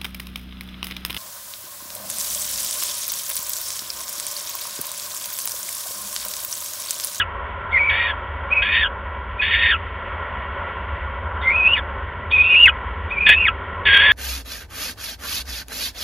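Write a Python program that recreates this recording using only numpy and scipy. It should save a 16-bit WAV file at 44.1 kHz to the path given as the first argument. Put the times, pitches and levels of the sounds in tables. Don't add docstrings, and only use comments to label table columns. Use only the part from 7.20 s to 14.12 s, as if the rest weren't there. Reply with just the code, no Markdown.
import sys
import numpy as np
from scipy import signal
from scipy.fft import rfft, irfft, next_fast_len
from scipy.io import wavfile
from scipy.ndimage import uniform_filter1d

SR = 44100
rng = np.random.default_rng(int(sys.argv[2]) if len(sys.argv) > 2 else 0)


def store_wav(level_fs):
    pcm = np.round(np.clip(np.atleast_2d(level_fs), -1, 1) * 32767)
    wavfile.write(sys.argv[1], SR, pcm.T.astype(np.int16))


N = 305172
TIME_S = np.arange(N) / SR
FADED_DB = -27.5


def amp(db):
    return 10 ** (np.asarray(db) / 20)


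def unit_power(x):
    return x / np.sqrt(np.mean(x ** 2) + 1e-20)


def gain_at(spectrum, hz):
    pitch_hz, level_db = np.transpose(spectrum)
    return amp(np.interp(np.log(hz + 1e-3), np.log(pitch_hz), level_db))


def filtered(x, response):
    size = next_fast_len(N + SR // 4)
    hz = np.arange(size // 2 + 1) * SR / size
    return irfft(rfft(x, size) * response(hz), size)[:N]


def noise(spectrum):
    return unit_power(filtered(rng.standard_normal(N), lambda hz: gain_at(spectrum, hz)))


def drift(rate_hz):
    pole = np.exp(-2 * np.pi * rate_hz / SR)
    return unit_power(signal.lfilter([1], [1, -2 * pole, pole * pole], rng.standard_normal(N + SR))[SR:])


# time_s, wash_db, tyre_db
TRAFFIC_LEVELS = [(0, -33.5, -41), (.7, -30.5, -37.5), (1.7, -33, -42), (2.4, -33.5, -38), (3.6, -30, -37),
                  (4.3, -31.5, -40.5), (5.9, -34, -39), (6.92, -29.5, -40)]
# pitch_hz, level_db
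WASH_COLOUR = [(190, -51), (330, -23), (386, -19.5), (471, -13.5), (556, -1), (637, -8), (799, -10.5),
               (904, -4), (989, 2.5), (1130, -1.5), (1220, -12.5), (1360, 1.5), (1700, -13), (2210, -43.5),
               (3740, -120)]
TYRE_COLOUR = [(1000, -31), (1700, -9), (1870, -2.5), (1970, 0), (2060, -10.5), (2240, -4.5), (2390, -16),
               (2800, -12.5), (2970, -15), (3130, -13), (3350, -17), (3960, -39.5), (4470, -44.5),
               (5810, -82.5), (9830, -120)]
DRONE_COLOUR = [(65, -34), (110, -5), (124, -7), (200, -2), (291, -8.5), (328, -10.5), (382, -1),
                (480, -4.5), (620, -35.5), (1060, -120)]
RUMBLE_COLOUR = [(7.1, -61), (12, -23.5), (27, -17.5), (54, 1.5), (70, 6), (89, 3), (119, -28), (130, -9.5),
                 (170, -67), (290, -120)]
def far_traffic():
    time_s, wash_db, tyre_db = np.transpose(TRAFFIC_LEVELS)
    wash = amp(np.interp(TIME_S, time_s, wash_db) + 1.1 * drift(1.9)) * noise(WASH_COLOUR)
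    tyres = amp(np.interp(TIME_S, time_s, tyre_db) + 0.84 * drift(5.8)) * noise(TYRE_COLOUR)
    drone = amp(-45 + 0.6 * TIME_S) * noise(DRONE_COLOUR)
    rumble = amp(-32 + 1.2 * drift(2.1)) * noise(RUMBLE_COLOUR)
    return wash + tyres + drone + rumble


# pitch_hz, overtone_db
OVERTONE = [(1300, 5), (1850, -10), (2150, -28)]
TAUT_HZ = 2510
def owl_voice(notes, breath_colour, tremble, wobble_hz, flutter_db):
    time_s, *columns = np.transpose(np.concatenate(notes))
    curves = [np.interp(TIME_S, time_s, column) for column in columns]
    hz, tone_db, breath_db = [uniform_filter1d(c, SR // 250) for c in curves]
    sounding = sum((TIME_S >= note[0][0]) & (TIME_S < note[-1][0]) for note in notes)
    on_off = uniform_filter1d(np.minimum(sounding, 1.), int(0.0047 * SR), mode="nearest")
    pitch_wobble = tremble * (TAUT_HZ / hz) ** 2 * drift(wobble_hz)
    phase = 2 * np.pi * np.cumsum(hz * (1 + pitch_wobble)) / SR
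    tone = np.sin(phase) + gain_at(OVERTONE, hz) * np.sin(2 * phase)
    flutter = amp(flutter_db * np.tanh(drift(wobble_hz)))
    breath = amp(breath_db) * noise(breath_colour)
    return on_off * flutter * (np.sqrt(2) * amp(tone_db) * tone + breath)


# pitch_hz, level_db
HARSH_BREATH = [(1000, -48.5), (1300, -20.5), (1800, 5), (2600, 6), (3500, -2.5), (5000, -3.5)]
# start_s, length_s, top_hz, bottom_hz, level_db, breath_db
SQUEAK_NOTES = [(0, 0.037, 1640, 1347, -20, -24.5), (.87, .07, 1747, 1592, -31.5, -33),
                (1.626, .06, 1725, 1460, -22, -36), (2.5, .072, 1800, 1331, -21, -33.5),
                (4.547, .062, 2682, 1603, -21, -19.5), (5.458, 0.047, 2442, 1335, -10, -21),
                (6.251, .053, 2485, 1317, -15, -29)]
def squeaks():
    fall_share, sag_db = .72, -5.5
    notes = []
    for start_s, length_s, top_hz, bottom_hz, db, breath_db in SQUEAK_NOTES:
        fall_s = fall_share * length_s
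        notes.append([(start_s, top_hz, db, breath_db + FADED_DB / 2),
                      (start_s + fall_s / 2, (top_hz + bottom_hz) / 2, db + sag_db / 2, breath_db),
                      (start_s + fall_s, bottom_hz, db + sag_db, breath_db + FADED_DB / 2),
                      (start_s + length_s, bottom_hz, db + FADED_DB, breath_db + FADED_DB)])
    return owl_voice(notes, HARSH_BREATH, tremble=.022, wobble_hz=200, flutter_db=3.5)


# pitch_hz, level_db
SOFT_BREATH = [(1500, -12.5), (2000, -3.5), (2900, -0.5), (3300, 4.5), (3650, 9), (5000, -6.5)]
# time_s, pitch_hz, level_db
WHISTLE_NOTES = [
    [(.53, 2228, -22.5), (.545, 2204, -17), (.56, 2102, -19.5), (.578, 2103, -16.5), (.595, 2270, -22),
     (.66, 2330, -23.5), (.69, 2290, -21), (.72, 2250, -27), (.87, 2450, -25)],
    [(1.315, 2465, -22), (1.33, 2520, -15.5), (1.35, 2650, -30.5), (1.37, 2541, -19.5), (1.41, 2550, -27.5),
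     (1.45, 2400, -33.5), (1.5, 2445, -22.5), (1.58, 2490, -33)],
    [(2.198, 2473, -24.5), (2.218, 2499, -27)],
    [(4.23, 1920, -30), (4.265, 2107, -22), (4.285, 2116, -16.5), (4.33, 2400, -25), (4.36, 2509, -20),
     (4.39, 2540, -23), (4.45, 2492, -19), (4.472, 2556, -11), (4.49, 2670, -19.5), (4.542, 2883, -16.5)],
    [(5.125, 2461, -18), (5.14, 2525, -15), (5.16, 2450, -20), (5.21, 2492, -14), (5.228, 2440, -24.5),
     (5.243, 2550, -18.5), (5.27, 2498, -25.5), (5.35, 2540, -12.5), (5.405, 2770, -10.5),
     (5.42, 2750, -11.5), (5.432, 2850, -9), (5.446, 2870, -8), (5.461, 2536, -5)],
    [(5.912, 2447, -27), (5.93, 2492, -25.5), (5.955, 2390, -34.5), (5.985, 2336, -18.5),
     (6.005, 2509, -32.5), (6.06, 2536, -25), (6.09, 2487, -17), (6.16, 2574, -18), (6.19, 2724, -21),
     (6.238, 2762, -21.5), (6.253, 2524, -14)],
]
def whistles():
    fade_in_s, fade_out_s, scoop_hz = .017, .016, 179.9
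    puff_db, puff_s, leak_db_per_khz = 10.5, .018, 13.5
    notes = []
    for points in WHISTLE_NOTES:
        (start_s, first_hz, first_db), (end_s, last_hz, last_db) = points[0], points[-1]
        average_db = np.mean(points, axis=0)[2]
        breath_db = -51 + 2.5 * (average_db + 20)
        note = [(start_s - fade_in_s, first_hz - scoop_hz, first_db + FADED_DB, breath_db + puff_db)]
        for time_s, hz, db in points:
            puff_left_db = puff_db * np.exp((start_s - time_s) / puff_s)
            leak_db = leak_db_per_khz * max(TAUT_HZ - hz, 0) / 1e3
            note.append((time_s, hz, db, breath_db + puff_left_db + leak_db))
        note.append((end_s + fade_out_s, last_hz, last_db + FADED_DB, breath_db))
        notes.append(note)
    return owl_voice(notes, SOFT_BREATH, tremble=.017, wobble_hz=120, flutter_db=3.6)


# start_s, length_s, from_hz, to_hz, level_db
SECOND_NOTES = [(0.567, 0.034, 2340, 2440, -22.5), (1.329, .095, 2270, 2337, -28.5),
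                (4.3, .035, 2200, 2022, -26.5), (4.43, .115, 2560, 2920, -23),
                (5.243, .19, 2670, 2933, -20), (6.005, 0.078, 2420, 2462, -19),
                (6.16, .085, 2620, 2497, -23)]
def second_voice():
    fade_s = .005
    notes = []
    for start_s, length_s, from_hz, to_hz, db in SECOND_NOTES:
        end_s = start_s + length_s
        times = [start_s, start_s + fade_s, end_s - fade_s, end_s]
        pitches = np.interp(times, [start_s, end_s], [from_hz, to_hz])
        edge_db, breath_db = db + FADED_DB / 2, db + 2 * FADED_DB
        notes.append(list(zip(times, pitches, [edge_db, db, db, edge_db], [breath_db] * 4)))
    return owl_voice(notes, SOFT_BREATH, tremble=.018, wobble_hz=120, flutter_db=3.4)


# time_s, pitch_hz, breath_db
RASP_NOTES = [
    [(.697, 1850, -18.5), (.731, 1720, -22), (.785, 1855, -23), (.815, 1828, -22), (.87, 1850, -26),
     (.91, 1696, -27)],
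    [(1.422, 1528, -18.5), (1.446, 1707, -23), (1.515, 1810, -23.5), (1.55, 1838, -15), (1.6, 1839, -19.5),
     (1.632, 1719, -21)],
    [(2.217, 1725, -16.5), (2.26, 1776, -20), (2.305, 1834, -21), (2.35, 1760, -13.5), (2.38, 1820, -21.5),
     (2.43, 1835, -15), (2.51, 1820, -18.5), (2.53, 1693, -27)],
    [(6.065, 1770, -11.5), (6.072, 1748, -6.5), (6.084, 1740, -15.5), (6.094, 1706, -2.5),
     (6.112, 1703, -14.5), (6.128, 1813, -9), (6.16, 1775, -33)],
    [(6.655, 1733, -17), (6.675, 1690, -11), (6.72, 1630, -15), (6.748, 1606, -7), (6.758, 1622, -15),
     (6.768, 1600, -8), (6.785, 1630, -15.5), (6.834, 1700, -14), (6.885, 1717, -14.5), (6.92, 1720, -11)],
]
def rasps():
    fade_in_s, fade_out_s = .0035, .02
    clearing_db = [-8, -1]
    notes = []
    for points in RASP_NOTES:
        (start_s, first_hz, first_db), (end_s, last_hz, last_db) = points[0], points[-1]
        opening = (start_s - fade_in_s, first_hz, first_db + FADED_DB, first_db + FADED_DB)
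        body = [(s, hz, db + np.interp(s, [start_s, end_s], clearing_db), db) for s, hz, db in points]
        ending = (end_s + fade_out_s, last_hz, last_db + FADED_DB, last_db + FADED_DB)
        notes.append([opening, *body, ending])
    return owl_voice(notes, HARSH_BREATH, tremble=.012, wobble_hz=170, flutter_db=2.0)


RING_PITCHES = [1340, 1625, 1715, 1915, 2100, 2270, 2510, 2680, 2840, 2940, 3270, 3490, 4420]
# width_hz, boost_db
RING_SHAPES = [(60, 9), (50, 7.5), (50, -3), (49, 9.5), (45, 3), (55.6, 5.5), (55.3, 5.5), (49.4, -6.5),
               (58.6, -1), (53, 3.4), (64.6, 7.5), (44, -2), (162, 27)]
def nest_box(hz):
    boosts = [1 + amp(boost_db) / (1 + 2j * (hz - pitch_hz) / width_hz)
              for pitch_hz, (width_hz, boost_db) in zip(RING_PITCHES, RING_SHAPES)]
    return amp(-7.0) * np.prod(boosts, axis=0)


# pitch_hz, gain_db
MICROPHONE_BAND = [(3650, 0), (3740, -6), (3810, -29), (4300, -31), (4650, -33), (4900, -50), (5300, -80)]
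def microphone(sound, limit=1.1):
    rounded = limit * np.tanh(sound / limit)
    return filtered(rounded, lambda hz: gain_at(MICROPHONE_BAND, hz))


def scene():
    calls = whistles() + second_voice() + rasps() + squeaks()
    in_box = filtered(calls, nest_box)
    return np.tile(microphone(in_box) + far_traffic(), (2, 1))


# shift_hz, direction (+1 upright, -1 mirrored), gain_db
SHIFTED_COPIES = [(5292, 1, -58), (10584, 1, -60), (14112, -1, -57), (17640, -1, -63)]
def converter_copies(sound):
    shiftable = signal.hilbert(sound, next_fast_len(N))[:N]
    return sum(amp(db) * (shiftable * np.exp(2j * np.pi * direction * shift_hz * TIME_S)).real
               for shift_hz, direction, db in SHIFTED_COPIES)


# pitch_hz, level_db
HISS_COLOUR = [(250, -62), (600, -40), (1200, -31.5), (2000, -1.5), (3500, -4), (4500, -12.5),
               (5500, -26.5), (15000, -37)]
def following_hiss(sound):
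    loudness = 1.6 * np.sqrt(uniform_filter1d(sound ** 2, SR // 50) + 1e-12)
    return amp(-30) * loudness * np.array([noise(HISS_COLOUR), noise(HISS_COLOUR)])


def record(dry):
    slope = np.diff(dry[0], prepend=0)
    steady_hiss = amp(-93) * rng.standard_normal(N)
    clipped = np.clip(dry + converter_copies(slope) + steady_hiss, -0.95, 0.95)
    top_cut = signal.cheby2(12, 70, 15800, fs=SR, output="sos")
    return signal.sosfilt(top_cut, clipped + following_hiss(slope))


dry = scene()
out = record(dry)
store_wav(out)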